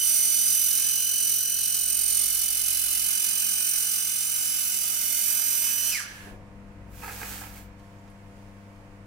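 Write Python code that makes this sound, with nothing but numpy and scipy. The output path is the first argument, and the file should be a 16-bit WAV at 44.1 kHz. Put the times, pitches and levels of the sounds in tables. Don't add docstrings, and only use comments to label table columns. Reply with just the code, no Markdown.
import sys
import numpy as np
from scipy import signal
from scipy.fft import rfft, irfft, next_fast_len
from scipy.io import wavfile
from scipy.ndimage import uniform_filter1d

SR = 44100
rng = np.random.default_rng(int(sys.argv[2]) if len(sys.argv) > 2 else 0)


def unload_wav(signal):
    wavfile.write(
        sys.argv[1],
        SR,
        np.round(np.clip(np.atleast_2d(signal).T, -1, 1) * 32767).astype(np.int16),
    )


N = 399546
TIME = np.arange(N) / SR
PADDED = next_fast_len(N, True)
BIN_HZ = np.maximum(np.arange(PADDED // 2 + 1) * SR / PADDED, 1)
PULSE_HZ, STOP_S, FALL_HZ_PER_S = 3000, 5.905, 15600

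# (frequency [Hz], level [dB])
HUM_TONES = [(100.3, -51.5), (199.6, -52.5), (297.6, -60.5), (497.6, -63), (687, -65.5), (1067, -71.5),
             (172.6, -67), (563, -69.5), (925, -67)]
# (full at [s], held until [s], level [dB])
MOTOR_RUNS = [(1.95, 3.0, -45.5), (6.8, 7.7, -49)]
# (frequency [Hz], relative spectral level [dB])
FAN_COLOUR = [(15, -11), (32, 4), (65, -11.5), (160, -9), (280, -14), (370, -16), (560, -15.5),
              (1000, -17.5), (1400, -20), (2300, -22.5), (3500, -35), (8000, -39), (15500, -50)]
RUMBLE_COLOUR = [(20, -7.5), (45, 3), (90, -1), (170, -2.5), (300, -8), (700, -29.5), (2000, -44),
                 (8000, -84)]
SLEEVE_COLOUR = [(1760, -29), (3000, -2), (4060, -10), (4350, -5), (8410, -9.5), (10100, -10), (15500, -17)]
SCUFF_COLOUR = [(120, -25), (280, -3), (680, 1), (900, -6), (3000, -33), (8000, -60)]
GAS_COLOUR = [(300, -16), (1100, -14), (1450, -7), (1680, 2.5), (1950, -7), (2900, -9), (3700, -16.5),
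              (6000, -18), (10000, -18.5), (15500, -25)]
DRAG_COLOUR = [(180, -16), (300, -3), (343, -18), (493, -5), (632, -18), (759, -5), (973, -12.5),
               (1230, -6.5), (2800, -7), (3700, -10), (8100, -6), (10000, -10), (11500, -4), (13800, -7),
               (15800, -4.5)]
JET_COLOUR = [(350, -25), (680, -23), (1100, -22.5), (1480, -13.8), (1850, -16.5), (2400, -11.3),
              (3100, -9.5), (3290, -20), (3480, -11), (3750, -13), (4300, -8), (5600, -2), (6900, -3.2),
              (9700, -.8), (10100, -2.5), (10850, 2.5), (11600, -3), (12500, 1.3), (13400, 1),
              (14100, -3.7), (14900, -2), (15800, -10)]
# (frequency [Hz], left-right correlation [-1 to 1])
ROOM_LIKENESS = [(130, 1), (290, 0.82), (640, 0.69), (1410, 0.0)]
CLOSE_LIKENESS = [(640, .98), (1410, 0.625), (3100, 0.49), (6820, 0.033), (15000, -0.01)]
# (frequency [Hz], left over right [dB])
ROOM_PAN = [(60, 9), (110, 2), (200, 6.5), (380, -1), (700, -9.5), (1290, -3), (2380, -4), (4400, 1),
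            (8120, -1.5), (15000, -8.5)]
DRAG_PAN = [(200, 3.0), (380, -1), (700, -5), (1290, -3.5), (2380, -8), (4400, 3.5), (8120, -3.5),
            (15000, -11)]
JET_PAN = [(1000, -1.5), (1500, -4.5), (3500, 0.5), (7000, -2), (8000, -1), (9500, -6), (10900, -12.5),
           (11700, -5.5), (13000, -9), (14200, -1), (15800, -7)]

# (full at [s], held until [s], level [dB], attack [s], release [s])
SWISHES = [(7.79, 7.92, -67.5, .05, .9), (8.38, 8.48, -67, .6, .25), (8.62, 8.76, -70, .15, .9)]
# (time [s], level [dB], pitch [Hz], bandwidth [Hz])
TICKS = [(7.795, -63, 3000, 3000), (7.985, -66, 6700, 900), (8.077, -61, 3000, 2600),
         (8.1, -66, 9600, 2000)]
# (frequency [Hz], bandwidth [Hz], relative level [dB])
STEEL_MODES = [(460, 60, -4), (760, 39, 1.5), (900, 90, -2), (1293, 50, 3.5), (1635, 70, -.5),
               (1780, 70, 1), (1810, 830, -7), (2195, 110, -.5), (2480, 130, -2), (2720, 120, -5),
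               (4430, 350, -13)]
# (time [s], relative level [dB])
DRAG_EFFORT = [(6.88, -72), (6.954, -56), (7.048, -47), (7.32, -41.5), (7.44, -47.3), (7.52, -55),
               (7.576, -51), (7.696, -70), (7.72, -85)]
# (time [s], knock drive [dB], chatter drive [dB], favoured pitch [Hz])
CATCHES = [(7.021, -39.5, -42.5, 1150), (7.033, -48, -50, 2500), (7.047, -45, -47, 780),
           (7.076, -41.5, -48, 780), (7.088, -38.5, -51, 1720), (7.215, -37.5, -49, 850),
           (7.228, -38.5, -51, 1900), (7.412, -40.5, -47, 900), (7.559, -55, -57.5, 2200)]

# (time [s], rate [Hz])
SWEEP_RATE = [(0, 43.3), (0.6, 44.2), (1.5, 44.4), (2.2, 44.9), (3, 44.63), (4.8, 44.65), (5.4, 44.3),
              (5.9, 43.4)]
# (time [s], relative level [dB])
JET_LEVEL = [(0.0, -27.7), (0.06, -24.7), (0.71, -25.3), (1.12, -27.1), (1.35, -25.9), (1.44, -28.0),
             (1.77, -27.1), (1.87, -28.9), (1.89, -27.1), (2.2, -25.9), (2.28, -27.1), (2.86, -27.7),
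             (3.19, -27.1), (4.81, -28.3), (5.65, -26.5), (5.77, -28.3), (5.9, -26.5)]
# (time [s], low band gain [dB], middle band gain [dB])
HISS_EQ = [(0, 2.0, 3.5), (.8, 2.0, 3.4), (1.25, .5, 2.4), (2.0, 1.4, 3.2), (3.2, 4.6, 3.9),
           (4.6, 4.9, 3.6), (5.4, 6.0, 3.9), (5.9, 6.6, 3.3)]
# (time [s], depth [0-1])
HISS_THROB = [(0, .03), (.85, .35), (2.8, .35), (4.5, .16), (5.2, .27), (5.9, .05)]
# (delay [s], gain [ratio], delay wander [s])
NEAR_ECHOES = [(.00075, .18, .00007), (.0013, .2, .00008), (.0047, .22, .00006), (.0083, .22, .00008)]
# (frequency [Hz], bandwidth [Hz], boost [dB], crest time [s], half width [s])
NOZZLE_MODES = [(10920, 520, 6.5, .5, 1.0), (12850, 170, 4.5, .3, .9), (13170, 280, 5, 2.5, 1.0),
                (10800, 700, 5.5, 2.7, .7), (7570, 230, 4.5, 4.9, .9), (10750, 700, 3.5, 4.6, 1.2),
                (4150, 700, 3.5, 1.9, 1.6)]
# (time [s], relative level [dB], left over right [dB], left lead [rad])
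WHINE_3K = [(0.0, -27.1, -1.8, -0.8), (0.1, -40.1, -4.8, -0.4), (0.9, -37.0, -5.1, 0.3),
            (1.1, -34.0, -4.9, 0.2), (1.4, -39.6, -0.9, 0.4), (1.6, -37.6, -1.1, 0.3),
            (2.0, -40.0, -1.3, 0.1), (2.4, -38.9, -3.4, -0.8), (3.4, -34.9, -7.4, -2.6),
            (4.0, -38.9, -5.7, -2.0), (5.5, -41.2, -3.3, -0.3), (5.9, -34.5, -4.5, 0.4)]
WHINE_6K = [(0.0, -29.2, 1.0, -0.1), (0.2, -26.3, 4.3, 0.0), (0.8, -30.2, 3.4, 0.3), (1.3, -29.3, 4.5, 0.2),
            (1.8, -34.3, 5.0, 0.9), (2.6, -37.1, 0.0, 0.1), (2.9, -42.7, -2.3, 0.3),
            (3.2, -33.7, -4.1, 0.2), (3.7, -32.1, 1.4, 0.8), (4.5, -36.2, -4.1, -0.5),
            (4.9, -36.3, -12.0, -1.4), (5.9, -29.8, -4.5, -0.1)]
WHINE_9K = [(0.0, -27.0, -10.2, -1.3), (0.1, -22.8, -11.0, -1.3), (1.1, -28.6, -6.2, -1.7),
            (1.3, -24.0, -8.9, -1.7), (1.4, -28.7, -3.8, -1.7), (2.2, -22.9, -9.9, -1.1),
            (2.3, -28.9, -6.0, -1.4), (3.05, -28.2, -7.2, -1.8), (3.5, -27.4, -6.2, -1.0),
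            (3.8, -29.7, -4.6, 0.1), (4.4, -29.8, -4.3, 1.8), (4.8, -31.2, -5.0, 4.2),
            (5.6, -29.4, -1.7, 5.2), (5.8, -34.5, -7.4, 5.2), (5.9, -29.2, -6.6, 5.6)]
WHINE_12K = [(0.0, -34.4, -4.7, -1.9), (0.1, -29.4, -4.4, -1.9), (0.7, -27.8, -9.0, -1.9),
             (1.2, -35.2, -8.3, -1.9), (1.3, -31.6, -11.2, -1.5), (1.9, -38.2, -9.4, -0.7),
             (2.4, -35.8, -5.6, -0.5), (2.8, -38.1, -1.5, -1.2), (3.7, -33.7, -8.5, -1.2),
             (4.7, -40.0, 5.0, -1.9), (4.9, -32.4, -4.4, -1.9), (5.3, -25.8, -10.3, -1.9),
             (5.9, -28.9, -12.0, -1.9)]
WHINE_15K = [(0.0, -35.5, -2.5, -1.6), (0.2, -38.8, -2.8, -1.6), (0.9, -37.9, -7.7, -1.2),
             (1.4, -37.9, -2.2, -1.6), (1.8, -40.4, -5.3, -2.0), (2.0, -36.9, -2.6, -2.2),
             (3.3, -40.3, -3.0, -2.2), (3.5, -34.7, -5.8, -2.0), (4.9, -37.8, -3.6, -1.4),
             (5.7, -34.0, -7.6, -2.0), (5.9, -42.4, -6.0, -1.5)]
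# (throb depth [0-1], deepest at [s], half width [s], lag [rad], phase swing [rad], sputter [0-1])
WHINE_MOTION = [(.87, .8, 3.3, 4.1, .75, .2), (.85, 3.5, 1.1, 1.1, .45, .1), (.7, 1.9, 1.6, 1.6, .55, .1),
                (.45, 3.0, 2.2, .8, .6, .1), (.35, 2.5, 2.8, .8, .95, .1)]
# (relative level at switch-off [dB], fade [dB/s])
CHIRP_FADES = [(-23, 135), (-21, 380)]
LINGER_FADES = [(-46, 105), (-35.5, 135), (-38.5, 155)]


def from_db(db):
    return 10 ** (np.asarray(db) / 20)


def rms_one(x):
    return x / np.sqrt(np.mean(x ** 2) + 1e-20)


def to_bins(x):
    return rfft(x, PADDED)


def to_sound(spectrum):
    return irfft(spectrum, PADDED)[..., :N]


def in_time(rows):
    times, *columns = np.transpose(rows)
    return [np.interp(TIME, times, column) for column in columns]


def at_hz(points):
    hz, values = np.transpose(points)
    return np.interp(np.log(BIN_HZ), np.log(hz), values)


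def during(start, end, fade_s):
    return np.clip(np.minimum(TIME - start, end - TIME) / fade_s + 1, 0, 1)


def envelope(start, end, db, attack_s, release_s):
    outside = np.maximum(start - TIME, 0) / attack_s + np.maximum(TIME - end, 0) / release_s
    return from_db(db - 20 * np.minimum(outside, 10))


def hit(start, db, decay_s):
    return from_db(db) * np.exp(-np.abs(TIME - start) / decay_s) * (TIME >= start)


def since_stop():
    return np.clip(TIME - STOP_S, 0, .15)


def drift(hz):
    step = 18
    count = next_fast_len(N // step + 2, True)
    rates = np.arange(count // 2 + 1) * SR / (step * count)
    slow = irfft(rfft(rng.standard_normal(count)) / (1 + (rates / hz) ** 2), count)
    return np.interp(TIME, np.arange(count) * step / SR, rms_one(slow))


def rough_tone(phase, rough, width_hz):
    return (1 + rough * drift(width_hz)) * np.cos(phase) + rough * drift(width_hz) * np.sin(phase)


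def grains(per_s, spread_db):
    sizes = from_db(spread_db * np.minimum(rng.exponential(1, N), 5))
    return rms_one((rng.random(N) < per_s / SR) * sizes * rng.standard_normal((2, N)))


def resonance(x, hz, width_hz):
    return signal.lfilter(*signal.iirpeak(hz, hz / width_hz, fs=SR), x + 1e-18)


def panned(db):
    gains = from_db(np.array([db, -db]).reshape(2, -1) / 2)
    return gains / np.sqrt(np.mean(gains ** 2, axis=0))


def coloured(pair, colour, likeness, pan):
    mid, side = to_bins(pair) * from_db(at_hz(colour))
    alike = np.clip(at_hz(likeness), -.99, .99)
    stereo = np.sqrt(1 + alike) * mid + np.sqrt(1 - alike) * side * [[1], [-1]]
    return rms_one(to_sound(stereo * panned(at_hz(pan))))


def room_noise(colour):
    return coloured(rng.standard_normal((2, N)), colour, ROOM_LIKENESS, ROOM_PAN)


def workshop(x, wet_db, t60, dull_hz):
    t = TIME[:SR]
    noise = rng.standard_normal((2, SR)) * (t > .004)
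    low = signal.sosfilt(signal.butter(2, dull_hz, fs=SR, output="sos"), noise)
    tail = low * 1000 ** (-t / t60) + (noise - low) * 1000 ** (-t / (.3 * t60))
    tail /= np.sqrt(np.sum(tail ** 2, axis=1, keepdims=True))
    return x + from_db(wet_db) * signal.fftconvolve(x, tail, axes=1)[:, :N]


def machines():
    hum = sum(from_db(db) * (1 + .14 * drift(hz=4)) * np.sin(2 * np.pi * (hz * TIME + rng.random()))
              for hz, db in HUM_TONES)
    running = sum(envelope(*run, attack_s=.35, release_s=.25) for run in MOTOR_RUNS)
    drone = running * np.sin(2 * np.pi * 55.8 * TIME + .3 * drift(hz=3))
    fans = from_db(-51.5) * room_noise(FAN_COLOUR)
    return np.sqrt(2) * (hum * panned(2.8) + drone * panned(5.0)) + fans


def rumble():
    swell = envelope(6.28, 6.95, db=-55, attack_s=.5, release_s=1.1)
    return (from_db(-65) + swell) * room_noise(RUMBLE_COLOUR)


def sleeve():
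    swishes = np.sqrt(sum(envelope(*swish) ** 2 for swish in SWISHES))
    return swishes * from_db(.6 * drift(hz=12)) * room_noise(SLEEVE_COLOUR)


def ticks():
    noise = rng.standard_normal((2, N))
    narrowed = noise + .5 * noise[::-1]
    touches = sum(rms_one(resonance(narrowed, hz, width_hz)) * hit(start, db, decay_s=.014)
                  for start, db, hz, width_hz in TICKS)
    return workshop(touches, wet_db=-8, t60=.5, dull_hz=5000)


def scuff():
    return envelope(6.27, 6.28, db=-50, attack_s=.05, release_s=.36) * room_noise(SCUFF_COLOUR)


def shielding_gas():
    flow = envelope(6.05, 6.06, db=-37, attack_s=.09, release_s=.35)
    valve_open = during(STOP_S, 6.3, fade_s=.1)
    return flow * valve_open * room_noise(GAS_COLOUR)


def steel(force):
    response = sum((-1) ** k * from_db(db) / (1 + 2j * (BIN_HZ - hz) / width_hz)
                   for k, (hz, width_hz, db) in enumerate(STEEL_MODES))
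    return to_sound(to_bins(force) * rms_one(np.abs(response)) * np.exp(1j * np.angle(response)))


def drag():
    effort = from_db(in_time(DRAG_EFFORT)[0])
    slips, crunch = grains(per_s=1100, spread_db=4), rng.standard_normal((2, N))
    force = slips * from_db(-9) * effort
    for start, knock_db, chatter_db, hz in CATCHES:
        catch = crunch * hit(start, knock_db, decay_s=.008) + slips * hit(start, chatter_db, decay_s=.03)
        force += .5 * catch + 1.1 * resonance(catch, hz, width_hz=550)
    grating = steel(force + .5 * force[::-1]) * panned(-4.1)
    grit = grains(per_s=14000, spread_db=1)
    sliding = coloured(grit, DRAG_COLOUR, CLOSE_LIKENESS, DRAG_PAN) * from_db(5.3) * effort
    scrape = (grating + sliding) * during(6.92, 7.64, fade_s=.08)
    return workshop(scrape, wet_db=-7.5, t60=.67, dull_hz=4000)


def bench_echo(x, delay_s, share, dull_hz):
    echo = share / (1 + (BIN_HZ / dull_hz) ** 8) * np.exp(-2j * np.pi * BIN_HZ * delay_s)
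    return to_sound(to_bins(x) * (1 - echo))


def near_echoes(x, wander_hz):
    out = x
    for delay_s, share, wander_s in NEAR_ECHOES:
        earlier = TIME - delay_s - wander_s * drift(wander_hz)
        out = out + share * np.array([np.interp(earlier, TIME, side, left=0) for side in x])
    return rms_one(out)


def nozzle(x):
    spectrum, out = to_bins(x), x
    for hz, width_hz, db, crest_s, half_s in NOZZLE_MODES:
        band = to_sound(spectrum / (1 + (2 * (BIN_HZ - hz) / width_hz) ** 4))
        boost = from_db(db * np.exp(-((TIME - crest_s) / half_s) ** 2))
        out = out + band * (boost - 1)
    return out


def spits(per_s, decay_s):
    bursts = (rng.random(N) < per_s / SR) * rng.uniform(.3, 1.5, N)
    flares = signal.lfilter([1], [1, -np.exp(-1 / (decay_s * SR))], bursts + 1e-18)
    return flares / np.mean(flares)


def hiss_bands(jet):
    spectrum = to_bins(jet)
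    low = to_sound(spectrum / (1 + (BIN_HZ / 2800) ** 8))
    top = to_sound(spectrum / (1 + (9500 / BIN_HZ) ** 8))
    low_db, middle_db = in_time(HISS_EQ)
    middle_db += .35 * drift(hz=5)
    top_db = 3 + .7 * drift(hz=5) - 100 * since_stop()
    return low * from_db(low_db) + (jet - low - top) * from_db(middle_db) + top * from_db(top_db)


def hiss(pulse, sweep):
    puffs = rng.standard_normal((2, N)) * (1 + .42 * np.cos(pulse))
    puffs *= np.sqrt(1 + .2 * spits(per_s=360, decay_s=.0015))
    turn = sweep + .35
    flare = np.sin(turn) + .28 * np.sin(2 * turn) + .17 * np.sin(3 * turn)
    throb = 1 + in_time(HISS_THROB)[0] * flare
    jet = coloured(puffs * throb, JET_COLOUR, CLOSE_LIKENESS, JET_PAN)
    jet = bench_echo(jet, delay_s=.00215, share=.3, dull_hz=4200)
    jet = near_echoes(jet, wander_hz=.7)
    jet = hiss_bands(nozzle(jet))
    flicker_db = .45 * drift(hz=14)
    return jet * from_db(in_time(JET_LEVEL)[0] + flicker_db) * during(0, 5.94, fade_s=.13)


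def linger():
    after_s = np.maximum(TIME - STOP_S, 0)
    tones = 0
    for harmonic, (db, fade_db_per_s) in enumerate(LINGER_FADES, 1):
        level = from_db(db - fade_db_per_s * after_s) * (1 + .25 * drift(hz=30))
        cycles = harmonic * PULSE_HZ * TIME + rng.random((2, 1)) / 4
        tones += level * np.cos(2 * np.pi * cycles)
    return np.sqrt(2) * tones * during(STOP_S, TIME[-1], fade_s=.02)


def dying_chirp(pulse):
    chirp = 0
    for harmonic, (db, fade_db_per_s) in enumerate(CHIRP_FADES, 1):
        tone = rough_tone(harmonic * pulse, rough=.6, width_hz=220)
        chirp += from_db(db - fade_db_per_s * since_stop()) * tone
    chirp *= during(5.93, 6.005, fade_s=.02)
    return workshop(chirp * panned(-7), wet_db=-6, t60=.35, dull_hz=7000)


def whine(pulse, sweep):
    out = np.zeros((2, N))
    for k, ride in enumerate((WHINE_3K, WHINE_6K, WHINE_9K, WHINE_12K, WHINE_15K)):
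        db, pan_db, left_lead = in_time(ride)
        depth, deepest_s, half_s, lag, swing_rad, sputter = WHINE_MOTION[k]
        turn = sweep - lag
        throb = depth / (1 + ((TIME - deepest_s) / half_s) ** 2)
        uneven = sputter * (drift(hz=4) * np.cos(2 * turn) + drift(hz=4) * np.sin(3 * turn))
        tremolo = (1 + throb * np.cos(turn) + uneven) / np.sqrt(1 + throb ** 2 / 2 + sputter ** 2)
        swing = np.cos(turn + .6) + .3 * np.sin(2 * turn) + .2 * np.sin(3 * turn)
        phase = (k + 1) * pulse + swing_rad * swing + left_lead * np.array([[1], [0]])
        tone = rough_tone(phase, rough=.14, width_hz=130)
        out += np.sqrt(2) * from_db(db) * tremolo * panned(pan_db) * tone
    return out * during(0, 5.895, fade_s=.018)


def weld():
    pulse = 2 * np.pi * np.cumsum(PULSE_HZ - FALL_HZ_PER_S * since_stop()) / SR
    sweep = 2 * np.pi * np.cumsum(in_time(SWEEP_RATE)[0]) / SR
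    jet_tones, jet_noise = whine(pulse, sweep), hiss(pulse, sweep)
    tones = workshop(jet_tones, wet_db=-16, t60=.6, dull_hz=7000)
    noise = workshop(jet_noise, wet_db=-8, t60=.45, dull_hz=5000)
    return from_db(6.1) * (tones + noise + dying_chirp(pulse) + linger())


def scene():
    soft_layers = shielding_gas() + scuff() + sleeve() + rumble()
    return soft_layers + weld() + drag() + ticks() + machines()


def gain_control(x, threshold_db, depth_db, release_db_per_s):
    power = uniform_filter1d(np.mean(x ** 2, axis=0), size=900)
    level_db = 10 * np.log10(np.maximum(power, 1e-12))
    cut_db = np.clip(level_db - threshold_db, 0, depth_db)
    held_db = np.maximum.accumulate(cut_db + release_db_per_s * TIME) - release_db_per_s * TIME
    return x * from_db(-held_db)


def record(dry):
    even = gain_control(dry, threshold_db=-29, depth_db=9.5, release_db_per_s=38)
    return to_sound(to_bins(even) / np.sqrt(1 + (BIN_HZ / 15800) ** 800))


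dry = scene()
out = record(dry)
unload_wav(out)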